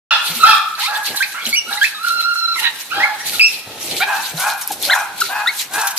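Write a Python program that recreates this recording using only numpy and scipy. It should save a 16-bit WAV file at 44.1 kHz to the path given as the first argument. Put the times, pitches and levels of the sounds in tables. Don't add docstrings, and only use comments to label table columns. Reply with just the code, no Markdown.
import sys
import numpy as np
from scipy import signal
from scipy.fft import rfft, irfft, next_fast_len
from scipy.io import wavfile
from scipy.ndimage import uniform_filter1d, map_coordinates

SR = 44100
rng = np.random.default_rng(int(sys.argv[2]) if len(sys.argv) > 2 else 0)


def ratio_of_db(decibels):
    return 10 ** (np.asarray(decibels, float) / 20)


def transcribe(u):
    v = np.clip(np.atleast_2d(u).T, -1, 1)
    q = np.round(v * 32767).astype(np.int16)
    wavfile.write(sys.argv[1], SR, q)


N = 263718

# [t/s, left lag/samples, left-right level/dB, wall echo level/dB]
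LITTER_PLACE = [
    (0, 3.5, -6.5, -7.5),
    (1.5, 3.5, -2.5, -4.5),
    (2.7, 5, -7, -2.5),
    (3.5, 3.5, -0.5, -3.5),
    (4, 1, -1, -1.5),
    (4.7, 0.5, 1, -9.5),
    (5.3, -2.5, 2.5, -7),
    (6, 3.5, 1.5, -19),
]


def unit(x):
    return x / np.sqrt(np.mean(x ** 2) + 1e-20)


def along(points, hz):
    f, v = np.transpose(points)
    return np.interp(np.log(hz + 1), np.log(f + 1), v)


def curves(rows, t):
    s, *cols = np.transpose(rows)
    return [np.interp(t, s, c) for c in cols]


def wobble(rate, size=N):
    knots = rng.standard_normal(int(size * rate / SR) + 4)
    return map_coordinates(knots, [np.arange(size) * rate / SR])


def filtered(x, response):
    m = next_fast_len(N + SR // 2)
    return irfft(rfft(x, m) * response(np.fft.rfftfreq(m, 1 / SR)), m)[..., :N]


def throat(modes, turn=-1):
    def response(f):
        total = 0
        for k, (center, width, db) in enumerate(modes):
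            damping = 1j * f * width
            total = total + turn ** k * ratio_of_db(db) * damping / (center * center - f * f + damping)
        return total
    return response


def glides(table, top_at, bend, sag, attack, release, second_db, third_db, opens_db, facing=1, creep=0):
    fade_db = 16
    mouth_hz, mouth_octaves, mouth_db = 4060, 0.21, 11
    for s, length, start_hz, top_hz, db in table:
        i = np.arange(round(s * SR), round((s + length) * SR))
        u = np.linspace(0, 1, len(i))
        before = np.clip(u / top_at, 0, 1)
        after = np.clip((u - top_at) / max(1 - top_at, .01), 0, 1)
        climb = creep * before + (1 - creep) * before ** bend
        hz = start_hz + (top_hz - start_hz) * climb - sag * top_hz * after ** 2
        closed = np.clip(1 - u / attack, 0, 1) + np.clip(1 - (1 - u) / release, 0, 1)
        level_db = db - fade_db * closed

        def overtone_db(k):
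            octaves_off = np.log2(k * hz / mouth_hz) / mouth_octaves
            return level_db + opens_db * u + facing * mouth_db * np.exp(-octaves_off ** 2)

        yield i, hz, level_db, second_db + overtone_db(2), third_db + overtone_db(3)


def squeal(calls, jitter, flutter_db, fall_db, uneven=0):
    out = np.zeros(N)
    for i, hz, *db in calls:
        hz = uniform_filter1d(hz, size=350, mode="nearest")
        db += [db[2] - k * fall_db for k in range(1, 4)]
        phase = 2 * np.pi * np.cumsum(hz * (1 + jitter * wobble(196.6, size=len(i)))) / SR
        tone = 0
        for k, d in enumerate(db):
            partial = ratio_of_db(d + flutter_db * wobble(68.2, size=len(i))) * np.sin((k + 1) * phase)
            tone = tone + partial
        edge = np.clip(np.minimum(i - i[0], (i[-1] - i) / 3) / (0.00224 * SR), 0, 1)
        out[i] += np.sqrt(2) * tone * edge * (1 + uneven * np.cos(phase / 2))
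    return out


def barks(table, modes, rough, muffle_hz, uneven=0, grain_db=3, turn=-1, passes=1, shut_count=9):
    shut, wide = np.zeros(N), np.zeros(N)
    for s, length, start_hz, held_hz, db in table:
        u = np.linspace(0, 1, round(length * SR))
        hz = held_hz + (start_hz - held_hz) * np.exp(-u / .26) - 0.064 * held_hz * u ** 3
        unsteady = rough * (0.0669 * wobble(253.0, size=len(u)) + 0.0907 * wobble(29.54, size=len(u)))
        cycle = np.cumsum(hz * (1 + unsteady)) / SR
        pulse = np.exp(14 * (np.cos(2 * np.pi * cycle) - 1)) * (1 + uneven * np.cos(np.pi * cycle))
        air = np.exp(2.2 * np.cos(2 * np.pi * cycle)) * rng.standard_normal(len(u))
        share = np.clip(rough, 0, 1)
        voice = np.sqrt(1 - share) * unit(np.gradient(pulse)) + 2.17 * np.sqrt(share) * unit(air)
        voice = unit(signal.lfilter(*signal.butter(2, muffle_hz, fs=SR), voice))
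        voice *= ratio_of_db(db + grain_db * wobble(70, size=len(u)))
        voice *= np.abs(np.sin(np.pi * u ** .8)) ** 1.1
        mouth = np.clip(u / 0.4, 0, 1)
        shut[round(s * SR):][:len(u)] += voice * np.cos(np.pi / 2 * mouth)
        wide[round(s * SR):][:len(u)] += voice * np.sin(np.pi / 2 * mouth)
    out = filtered(wide, lambda f: throat(modes, turn)(f) ** passes)
    out += filtered(shut, lambda f: throat(modes[:shut_count], turn)(f / 0.784) ** passes)
    return filtered(out, lambda f: 2 * f ** 6 / (f ** 6 + 580 ** 6))


def yaps():
    # [t/s, length/s, start f/Hz, top f/Hz, level/dB]
    flicks = [(1.203, .048, 1545, 2566, -16)]
    # [t/s, length/s, start f/Hz, top f/Hz, level/dB]
    breaks = [(1.526, 0.076, 2163, 2934, -19.5)]
    # [t/s, length/s, start f/Hz, end f/Hz, level/dB]
    squeaks = [
        (4.702, 0.017, 867, 810, -22),
        (5.21, 0.0187, 1600, 1305, -14),
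    ]
    # [t/s, length/s, start f/Hz, end f/Hz, level/dB]
    pipes = [
        (2.995, 0.061, 1784, 2200, -20.5),
        (3.048, 0.033, 1350, 1450, -28.5),
        (3.395, .017, 2605, 2533, -12.5),
        (4.897, 0.0085, 1420, 1600, -13),
        (5.459, .015, 1320, 1480, -18.5),
    ]
    calls = [
        *glides(flicks, top_at=0.61, bend=4.2, sag=0.355, attack=0.08, release=0.43,
                second_db=-27, third_db=-61, opens_db=22),
        *glides(breaks, top_at=.52, bend=4.8, sag=0.094, attack=0.032, release=0.17,
                second_db=-10.5, third_db=-26, opens_db=9, creep=0.335),
        *glides(squeaks, top_at=0.725, bend=1.5, sag=.01, attack=0.58, release=0.34,
                second_db=-12.5, third_db=-15.5, opens_db=-5),
        *glides(pipes, top_at=0.88, bend=1.14, sag=.03, attack=0.175, release=0.16,
                second_db=-22, third_db=-23, opens_db=.5, facing=0)]
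    return squeal(calls, jitter=0.015, flutter_db=2.3, fall_db=25.0)


def yelps():
    # [t/s, length/s, start f/Hz, top f/Hz, level/dB]
    arched = [(4.897, 0.05, 1400, 2100, -17.5)]
    # [t/s, length/s, start f/Hz, top f/Hz, level/dB]
    hooked = [
        (1.772, 0.028, 1880, 2180, -29),
        (5.471, 0.0458, 1733, 2250, -19.5),
    ]
    # [t/s, length/s, start f/Hz, top f/Hz, level/dB]
    breaking = [(1.811, .056, 1519, 2645, -14.5)]
    calls = [
        *glides(arched, top_at=.44, bend=.55, sag=.35, attack=.03, release=.12,
                second_db=-12, third_db=-38, opens_db=-4),
        *glides(hooked, top_at=0.585, bend=0.96, sag=0.18, attack=0.047, release=0.38,
                second_db=-9, third_db=-33.5, opens_db=-16),
        *glides(breaking, top_at=.66, bend=17, sag=0.18, attack=0.073, release=0.18,
                second_db=-10, third_db=-26, opens_db=-9, creep=0.226)]
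    return squeal(calls, jitter=0.027, flutter_db=4.5, fall_db=18)


def aimed_cry():
    # [t/s, length/s, start f/Hz, top f/Hz, level/dB]
    cries = [(3.408, 0.068, 2259, 2806, -13)]
    slap_s, slap_db = 0.032, -9
    calls = glides(cries, top_at=.65, bend=0.92, sag=0.067, attack=0.043, release=0.56,
                   second_db=-8.5, third_db=-26, opens_db=11.5)
    cry = squeal(calls, jitter=0.014, flutter_db=0.5, fall_db=15.0)
    return cry + ratio_of_db(slap_db) * np.roll(cry, round(slap_s * SR))


def whine():
    # [t/s, f/Hz, level/dB, third partial over first/dB]
    breath = [
        (1.938, 1270, -38.5, 11),
        (1.99, 1255, -39, -2),
        (2.056, 1440, -20.5, -12),
        (2.091, 1361, -26.5, -3),
        (2.164, 1409, -23.5, -10.5),
        (2.226, 1359, -27, 5),
        (2.289, 1406, -20.5, -11.5),
        (2.469, 1361, -30.5, 5.5),
        (2.575, 1312, -32.5, 1.5),
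    ]
    catches, catch_s = [2.058, 2.218, 2.349, 2.47], .007
    second_db = -17
    cuts = [breath[0][0], *catches, breath[-1][0]]
    calls = []
    for a, b in zip(cuts, cuts[1:]):
        i = np.arange(round((a + catch_s) * SR), round(b * SR))
        hz, db, third_db = curves(breath, i / SR)
        calls.append((i, hz, db, db + second_db, db + third_db))
    return squeal(calls, jitter=0.0168, flutter_db=3.0, fall_db=15.5)


def near_barks():
    # [t/s, length/s, start f/Hz, top f/Hz, level/dB]
    bright = [(.79, 0.12, 777, 1322, -26.5)]
    # [t/s, length/s, start f/Hz, top f/Hz, level/dB]
    ruff = [(4.003, 0.0419, 702.4, 851, -24)]
    bright_calls = glides(bright, top_at=0.72, bend=2, sag=0.014, attack=0.64, release=0.37,
                          second_db=1, third_db=-5.5, opens_db=-1.5)
    ruff_calls = glides(ruff, top_at=.9, bend=1.1, sag=.01, attack=.05, release=.15,
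                        second_db=-3, third_db=-5, opens_db=3)
    out = squeal(bright_calls, jitter=0.041, flutter_db=5.0, fall_db=13)
    return out + squeal(ruff_calls, jitter=0.0071, flutter_db=-5.5, fall_db=5.0, uneven=0.17)


def snarls():
    # [t/s, length/s, start f/Hz, held f/Hz, level/dB]
    growls = [
        (2.61, 0.091, 871.6, 900, -23),
        (3.995, 0.0607, 707, 850, -28.5),
    ]
    # [f/Hz, width/Hz, level/dB]
    modes = [
        (900, 90, -4.5),
        (1790, 195, 4.5),
        (2840, 700, -2),
        (3950, 190, 6),
    ]
    return barks(growls, modes, rough=0.61, muffle_hz=4950)


def moans():
    # [t/s, length/s, start f/Hz, end f/Hz, level/dB]
    hums = [
        (.87, .17, 830, 860, -33),
        (1.7, .12, 790, 840, -37),
        (2.97, .22, 815, 850, -29.5),
    ]
    calls = glides(hums, top_at=.8, bend=1.1, sag=.01, attack=.08, release=.25,
                   second_db=-5, third_db=-22, opens_db=-10, facing=0)
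    return squeal(calls, jitter=0.023, flutter_db=2.5, fall_db=0)


def whimpers():
    # [t/s, length/s, start f/Hz, end f/Hz, level/dB]
    rough_whimpers = [
        (.07, 0.076, 1341, 1356, -17),
        (.392, 0.0473, 1228, 1360, -20.5),
        (.425, 0.035, 1274, 1355, -14),
        (.475, 0.092, 1300, 1223, -18.5),
        (1.655, 0.054, 1296, 1420, -28.5),
        (2.9, 0.0476, 1245, 1486, -26.5),
        (3.18, 0.049, 1760, 1952, -31),
        (3.32, 0.049, 1450, 1306, -33.5),
    ]
    # [t/s, length/s, start f/Hz, end f/Hz, level/dB]
    slides = [
        (1.385, 0.056, 1120, 1120, -42),
        (2.525, 0.1, 1295, 893, -42.5),
    ]
    # [t/s, length/s, start f/Hz, top f/Hz, level/dB]
    woofs = [
        (.43, .115, 572.5, 880.4, -25),
        (2.92, 0.13, 740, 822, -35),
    ]
    # [t/s, length/s, start f/Hz, held f/Hz, level/dB]
    peeps = [
        (.775, 0.048, 1307, 1292, -26.5),
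        (.91, 0.047, 1399, 1297, -26),
        (1.34, 0.071, 1290, 1536, -31),
    ]
    whimper_calls = [
        *glides(rough_whimpers, top_at=0.806, bend=1.29, sag=.01, attack=0.4, release=0.26,
                second_db=-7.5, third_db=-9.5, opens_db=-1.5, facing=0),
        *glides(slides, top_at=0.8, bend=0.73, sag=.01, attack=0.34, release=0.06,
                second_db=15, third_db=8, opens_db=-10)]
    woof_calls = glides(woofs, top_at=.4, bend=.8, sag=0.012, attack=0.3, release=0.2,
                        second_db=1, third_db=0, opens_db=-1, facing=0)
    out = squeal(whimper_calls, jitter=0.044, flutter_db=7.0, fall_db=12)
    out += squeal(woof_calls, jitter=.014, flutter_db=4, fall_db=0)
    return out + barks(peeps, [(1750, 1000, 0.015)], rough=0.22, muffle_hz=1600)


def swells(s, db, rise, fall):
    rounding = 0.2
    swell_db, still_db = 21, -51
    late = np.arange(N) / SR - s[:, None]
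    away = np.where(late < 0, -late / np.abs(rise)[:, None], late / np.abs(fall)[:, None])
    away = np.hypot(away, rounding) - rounding
    return np.sqrt(np.sum(ratio_of_db(db[:, None] - swell_db * away) ** 2, axis=0) + ratio_of_db(still_db) ** 2)


def patchy(x, depth_db):
    z = signal.stft(x, nperseg=256)[2]
    field = uniform_filter1d(rng.standard_normal(z.shape[1:]), size=9, axis=0)
    field = uniform_filter1d(field, size=8, axis=1)
    return signal.istft(z * ratio_of_db(depth_db * unit(field)), nperseg=256)[1][:, :N]


def paper():
    # [peak t/s, rustle level/dB, rise/s, fall/s, floor claws over rustle/dB]
    scrambles = [(0.271, -26.5, 0.076, 0.26, 7), (.49, -34.5, 0.31, 0.24, 1), (0.817, -33, 0.051, 0.12, 14),
                 (.955, -34, 0.051, 0.088, 11), (1.07, -33, 0.033, 0.14, 11),
                 (1.173, -30.5, 0.084, 0.24, 4.5), (1.477, -31, 0.071, 0.069, 9.5),
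                 (1.73, -32, 0.06, 0.12, 8), (1.85, -35.5, 0.091, 0.17, 11), (2.09, -32, 0.06, 0.13, 7),
                 (2.205, -36, .02, 0.05, 10.5), (2.35, -39, 0.022, 0.088, 2),
                 (2.599, -33.5, 0.062, 0.17, 8), (2.82, -37, 0.13, 0.13, 2.5), (3.05, -42, 0.26, 0.21, 13),
                 (3.27, -28.5, 0.048, 0.23, 8), (3.35, -34, 0.037, 0.053, -8), (3.54, -36.5, 0.51, 0.12, 9),
                 (3.83, -33, 0.076, .2, -8), (3.97, -33.5, 0.21, 0.1, 11), (4.25, -33.5, 0.4, 0.13, 7),
                 (4.4, -27, 0.049, 0.12, 4.5), (4.5, -29, 0.067, 0.077, 5.5), (4.62, -32, 0.06, 0.038, 2),
                 (4.72, -33.5, 0.092, 0.052, 3.5), (4.85, -33.5, 0.062, 0.16, 11.5),
                 (4.949, -30, 0.23, 0.13, -5), (5.221, -31, 0.066, 0.3, 7.5),
                 (5.612, -26.5, 0.13, 0.045, 3.5), (5.75, -30, 0.046, 0.21, 4), (5.87, -30, 0.1, 0.068, -6),
                 (5.98, -21.5, 0.015, 0.09, 3.5)]
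    # [f/Hz, level/dB]
    rustle = [(400, -22), (1500, -18), (2500, -13), (5500, 2), (8000, -1), (11000, 0.5), (14200, -1.5)]
    # [f/Hz, width/Hz, level/dB]
    scrape = [
        (2230, 880, -3),
        (4250, 870, 6.5),
    ]
    s, db, rise, fall, claws_db = np.transpose(scrambles)
    sizes = ratio_of_db(8.7 * np.minimum(rng.exponential(size=(3, N)), 3.5)) * rng.standard_normal((3, N))
    crackle = (rng.random((3, N)) < .03 * ratio_of_db(7 * wobble(40))) * sizes
    shreds = rng.standard_normal((3, N)) + 0.46 * unit(crackle)
    spread = diffuse(shreds[:2], [(100, 0.0029)]) + 0.47 * placed(shreds[2])
    stirred = ratio_of_db(1.6 * wobble(14) + 1.5 * wobble(45)) * unit(spread)
    leaf = filtered(swells(s, db, rise, fall) * stirred, lambda hz: ratio_of_db(along(rustle, hz)))
    scratch = filtered(swells(s, db + claws_db, rise, fall) * stirred, throat(scrape))
    return patchy(ratio_of_db(7.5) * leaf + ratio_of_db(4.0) * scratch, depth_db=2.5)


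def snaps():
    # [t/s, tick peak level/dB, scuff over tick/dB]
    strikes = [(0.7505, -29, -9), (1.0303, -32, 20.5), (1.1592, -14.5, 13.5), (1.467, -22, -8),
               (1.4884, -10, 7), (1.5378, -8.5, 2.5), (.7913, -20, 10), (1.1016, -20, -3), (1.433, -37, -3),
               (1.7077, -17, 0), (2.0325, -25, 0), (2.2014, -26, 2), (2.3423, -33, 2), (2.5448, -27, 2),
               (2.5698, -19, 9.5), (3.8114, -17, 0), (4.8601, -14, 4), (5.9052, -21, 16.5), (3.346, -14, 0),
               (3.3955, -12, -16), (4.0014, -7.5, -1), (4.2264, -28, -4.5), (4.3744, -21, -4),
               (4.3982, -6.5, 5), (4.471, -13, 4.5), (4.5797, -18, -5), (4.612, -10.5, 6),
               (4.676, -4.5, -7), (4.718, -4.5, 0.5), (4.826, -4, -4), (5.1804, -10, -9), (5.2034, -4, 6.5),
               (5.4717, -24, 13.5), (5.567, -15, -2), (5.7105, -20, -1), (5.732, -21, 17.5),
               (5.81, -15.5, 16), (5.8437, -30, -12), (5.871, 1, 1), (5.9642, -10, 1)]
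    tick, scuff, t = np.zeros(N + SR), np.zeros(N + SR), np.arange(SR // 10) / SR
    for s, db, scuff_db in strikes:
        tick[round(s * SR):][:len(t)] += ratio_of_db(db - 60 * t / .005) * rng.standard_normal(len(t))
        swell = t / 0.0093 * np.exp(1 - t / 0.0057)
        scuff[round(s * SR):][:len(t)] += ratio_of_db(db + scuff_db - 11.0) * swell * rng.standard_normal(len(t))
    claw = throat([(4000, 2700, -15), (11330, 640, 10.0)])
    return filtered(tick[:N], claw) + filtered(scuff[:N], lambda f: f ** 4 / (f ** 4 + 2600 ** 4))


def skids():
    # [t/s, peak level/dB, f/Hz, t60/s]
    scrapes = [(0.752, -16.5, 4120, .03), (0.954, -11.5, 3580, 0.028), (1.173, -7.5, 4000, 0.035),
               (1.4538, -3, 3950, 0.016), (1.4655, 0.5, 2920, 0.0091), (1.727, -6, 4040, 0.026),
               (3.396, 6.5, 2590, 0.023), (4.3753, -13, 4040, .02), (4.833, -3, 3500, 0.0084),
               (5.5944, -11.5, 3860, 0.036), (5.8272, -24, 2600, 0.034), (5.964, -19, 3300, .026)]
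    out, t = np.zeros(N + SR), np.arange(SR // 10) / SR
    for s, db, hz, t60 in scrapes:
        rasp = np.sin(2 * np.pi * np.cumsum(hz * (1 + 0.044 * wobble(990, size=len(t)))) / SR)
        out[round(s * SR):][:len(t)] += ratio_of_db(db - 60 * t / t60) * (1 - np.exp(-t / 0.00095)) * rasp
    return out[:N]


def thumps():
    # [t/s, peak level/dB, f/Hz]
    thuds = [(0.276, -28, 333), (0.3, -12.5, 168), (0.36, -13, 233), (1.464, -10.5, 232),
             (1.675, -20.5, 239), (2.968, -13, 325), (3.668, -20.5, 108), (3.837, -16, 334),
             (3.977, -20, 407), (4.064, -18, 400), (4.34, -7, 160), (4.696, -17, 315), (4.868, -7, 576),
             (5.775, -17, 450), (5.14, -32, 205), (5.225, -17, 396)]
    # [peak t/s, level/dB, rise/s, fall/s]
    stomps = [(.31, -36, 0.1, 0.33), (.49, -40, 0.086, 0.11), (.8, -51, 0.14, 0.14),
              (1.1, -34.5, 0.05, 0.12), (1.479, -30.5, 0.054, 0.063), (1.68, -40.5, 0.11, 0.17),
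              (2.2, -41, 0.12, 0.12), (2.58, -41.5, 0.076, 0.27), (2.99, -30.5, 0.12, 0.09),
              (3.36, -33, 0.28, 0.083), (3.54, -40.5, 0.11, 0.19), (3.67, -35.5, 0.018, 1),
              (3.98, -29, 0.29, 0.079), (4.34, -32, 0.041, 0.11), (4.72, -32.5, 0.039, 0.21),
              (4.79, -36, 0.072, 0.11), (4.88, -28, 0.078, 0.037), (5.162, -42.5, 0.39, 0.9),
              (5.78, -32, 0.081, 0.038)]
    # [f/Hz, level/dB]
    boards = [(15, -55), (30, -25.5), (110, -11.5), (220, -8.5), (350, -6), (550, -6), (900, -5.5),
              (1500, -120)]
    falls, t = np.zeros(N + SR), np.arange(SR // 4) / SR
    for s, db, hz in thuds:
        ring = np.sin(2 * np.pi * hz * t) * (1 - np.exp(-t / 0.0085))
        falls[round(s * SR):][:len(t)] += ratio_of_db(db - 11.0 - 60 * t / 0.14) * ring
    drumming = unit(ratio_of_db(2.2 * wobble(21.73)) * diffuse(rng.standard_normal((2, N)), boards))
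    return falls[:N] + ratio_of_db(-4.0) * swells(*np.transpose(stomps)) * drumming


def far_barks():
    # [t/s, length/s, start f/Hz, held f/Hz, level/dB]
    shrill = [
        (.05, .13, 793, 858, -19),
        (.425, 0.11, 577.4, 877, -21),
        (2.93, 0.114, 785, 829, -34),
        (3.5, 0.54, 633, 657, -48.5),
    ]
    # [f/Hz, width/Hz, level/dB]
    shrill_throat = [(874, 350, 4), (1590, 770, 4), (2700, 180, 3.5), (3507, 770, 12.5), (3665, 2020, 7),
                     (4940, 280, 5)]
    # [t/s, length/s, start f/Hz, held f/Hz, level/dB]
    muffled = [
        (.86, 0.18, 810.4, 860, -27),
        (1.13, 0.056, 760, 860, -33),
        (1.69, 0.1, 769, 864, -35),
        (2.66, 0.141, 865, 856, -44.5),
        (2.95, 0.18, 831.4, 870, -29.5),
    ]
    # [f/Hz, width/Hz, level/dB]
    muffled_throat = [(860, 460, 0), (1750, 270, 3.5), (4040, 360, -10.5)]
    out = barks(shrill, shrill_throat, rough=.38, muffle_hz=6760)
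    return out + barks(muffled, muffled_throat, rough=.3, muffle_hz=2200)


def hoarse_barks():
    # [t/s, length/s, start f/Hz, held f/Hz, level/dB]
    hoarse = [
        (4.04, 0.18, 652.7, 900, -29.5),
        (5.28, 0.19, 681, 875.5, -29.5),
        (5.695, 0.23, 684.3, 882, -31),
    ]
    # [f/Hz, width/Hz, level a pass/dB]
    hoarse_throat = [(940, 420, 6), (1454, 310, 4), (2470, 270, -2)]
    # [t/s, length/s, start f/Hz, held f/Hz, level/dB]
    gruff = [
        (4.36, 0.22, 621.6, 860, -31.5),
        (4.86, 0.21, 560, 870, -31.5),
    ]
    # [f/Hz, width/Hz, level a pass/dB]
    gruff_throat = [(943, 467, 7), (1400, 193, 5.5), (2250, 470, -2.5)]
    voice = dict(rough=.35, muffle_hz=2400, uneven=.45, grain_db=1.8, turn=1, passes=2, shut_count=1)
    return barks(hoarse, hoarse_throat, **voice) + barks(gruff, gruff_throat, **voice)


def placed(x):
    i = np.arange(N)
    lag, side_db, _ = curves(LITTER_PLACE, i / SR)
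    return np.array([ratio_of_db(e * side_db / 2) * map_coordinates(x, [i - e * lag / 2]) for e in (1, -1)])


def walls(x):
    # [delay t/s, level/dB]
    echoes = [
        (.004, -8),
        (.0085, -8),
        (.012, -11),
        (.017, -12),
        (.021, -11),
        (.026, -14),
        (.032, -14),
    ]
    stretch = np.array([[.94], [1.07]])
    return filtered(x, lambda f: sum(ratio_of_db(db) * np.exp(-2j * np.pi * f * s * stretch) for s, db in echoes))


def diffuse(pair, spectrum):
    # [f/Hz, likeness]
    likeness = [(60, 1), (500, 0.96), (1500, 0.57), (5000, 0.0081), (15000, 0.024)]

    def mix(hz):
        angle = np.arccos(np.clip(along(likeness, hz), -1, 1)) / 2
        return ratio_of_db(along(spectrum, hz)) * [np.cos(angle), np.sin(angle)]

    mid, side = filtered(pair, mix)
    return np.array([mid + side, mid - side])


def room(x, count=2):
    # [f/Hz, t60/s]
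    decay = [(200, 0.5), (1000, 0.76), (3000, 0.6), (10000, 0.42)]
    out = np.zeros((2, N))
    for k in range(count):
        hz, t, z = signal.stft(rng.standard_normal((2, SR // 2 + SR // 4)), SR, nperseg=256)
        tail = signal.istft(z * ratio_of_db(-60 * t / along(decay, hz)[:, None]), SR, nperseg=256)[1]
        tail = tail / np.linalg.norm(tail[0])
        share = np.cos(np.pi * (np.arange(N) / SR * 5.3 + k / count)) ** 2
        late = np.pad(x * share, (260, 0))[None]
        out += signal.fftconvolve(late, tail, axes=1)[:, :N]
    return diffuse(out, [(100, 0)])


def room_air():
    # [f/Hz, level/dB]
    hiss = [(15, -70), (45, -36), (156, 0.5), (604, -6), (900, 4), (3050, 6), (4080, 10), (5040, 2.5),
            (14200, -0.5)]
    return ratio_of_db(-37.0) * unit(diffuse(rng.standard_normal((2, N)), hiss))


def scene():
    near = yaps() + yelps() + aimed_cry() + whine() + near_barks() + snarls() + moans()
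    aside = whimpers()
    far = far_barks()
    hoarse = hoarse_barks()
    direct = ratio_of_db(4.0) * near + ratio_of_db(-0.5) * aside + ratio_of_db(-1.5) * far + ratio_of_db(-1.0) * hoarse
    direct += snaps() + skids()
    thrown = ratio_of_db(curves(LITTER_PLACE, np.arange(N) / SR)[2])
    to_room = ratio_of_db(-3.0) * thrown * near + ratio_of_db(-1.0) * aside + far + ratio_of_db(-4.0) * hoarse
    wet = walls(thrown * direct) + room(to_room)
    return placed(direct) + wet + paper() + thumps() + room_air()


def roll_off(x):
    return signal.sosfilt(signal.butter(12, 15370, fs=SR, output="sos"), x)


def record(dry):
    start_s, fade_s, top_hz = .1075, 0.0024, 14230
    opening = np.clip((np.arange(N) / SR - start_s) / fade_s, 0, 1)
    x = filtered(dry, lambda hz: hz < top_hz) * opening
    return roll_off(np.clip(x, -1, 1))


dry = scene()
out = record(dry)
transcribe(out)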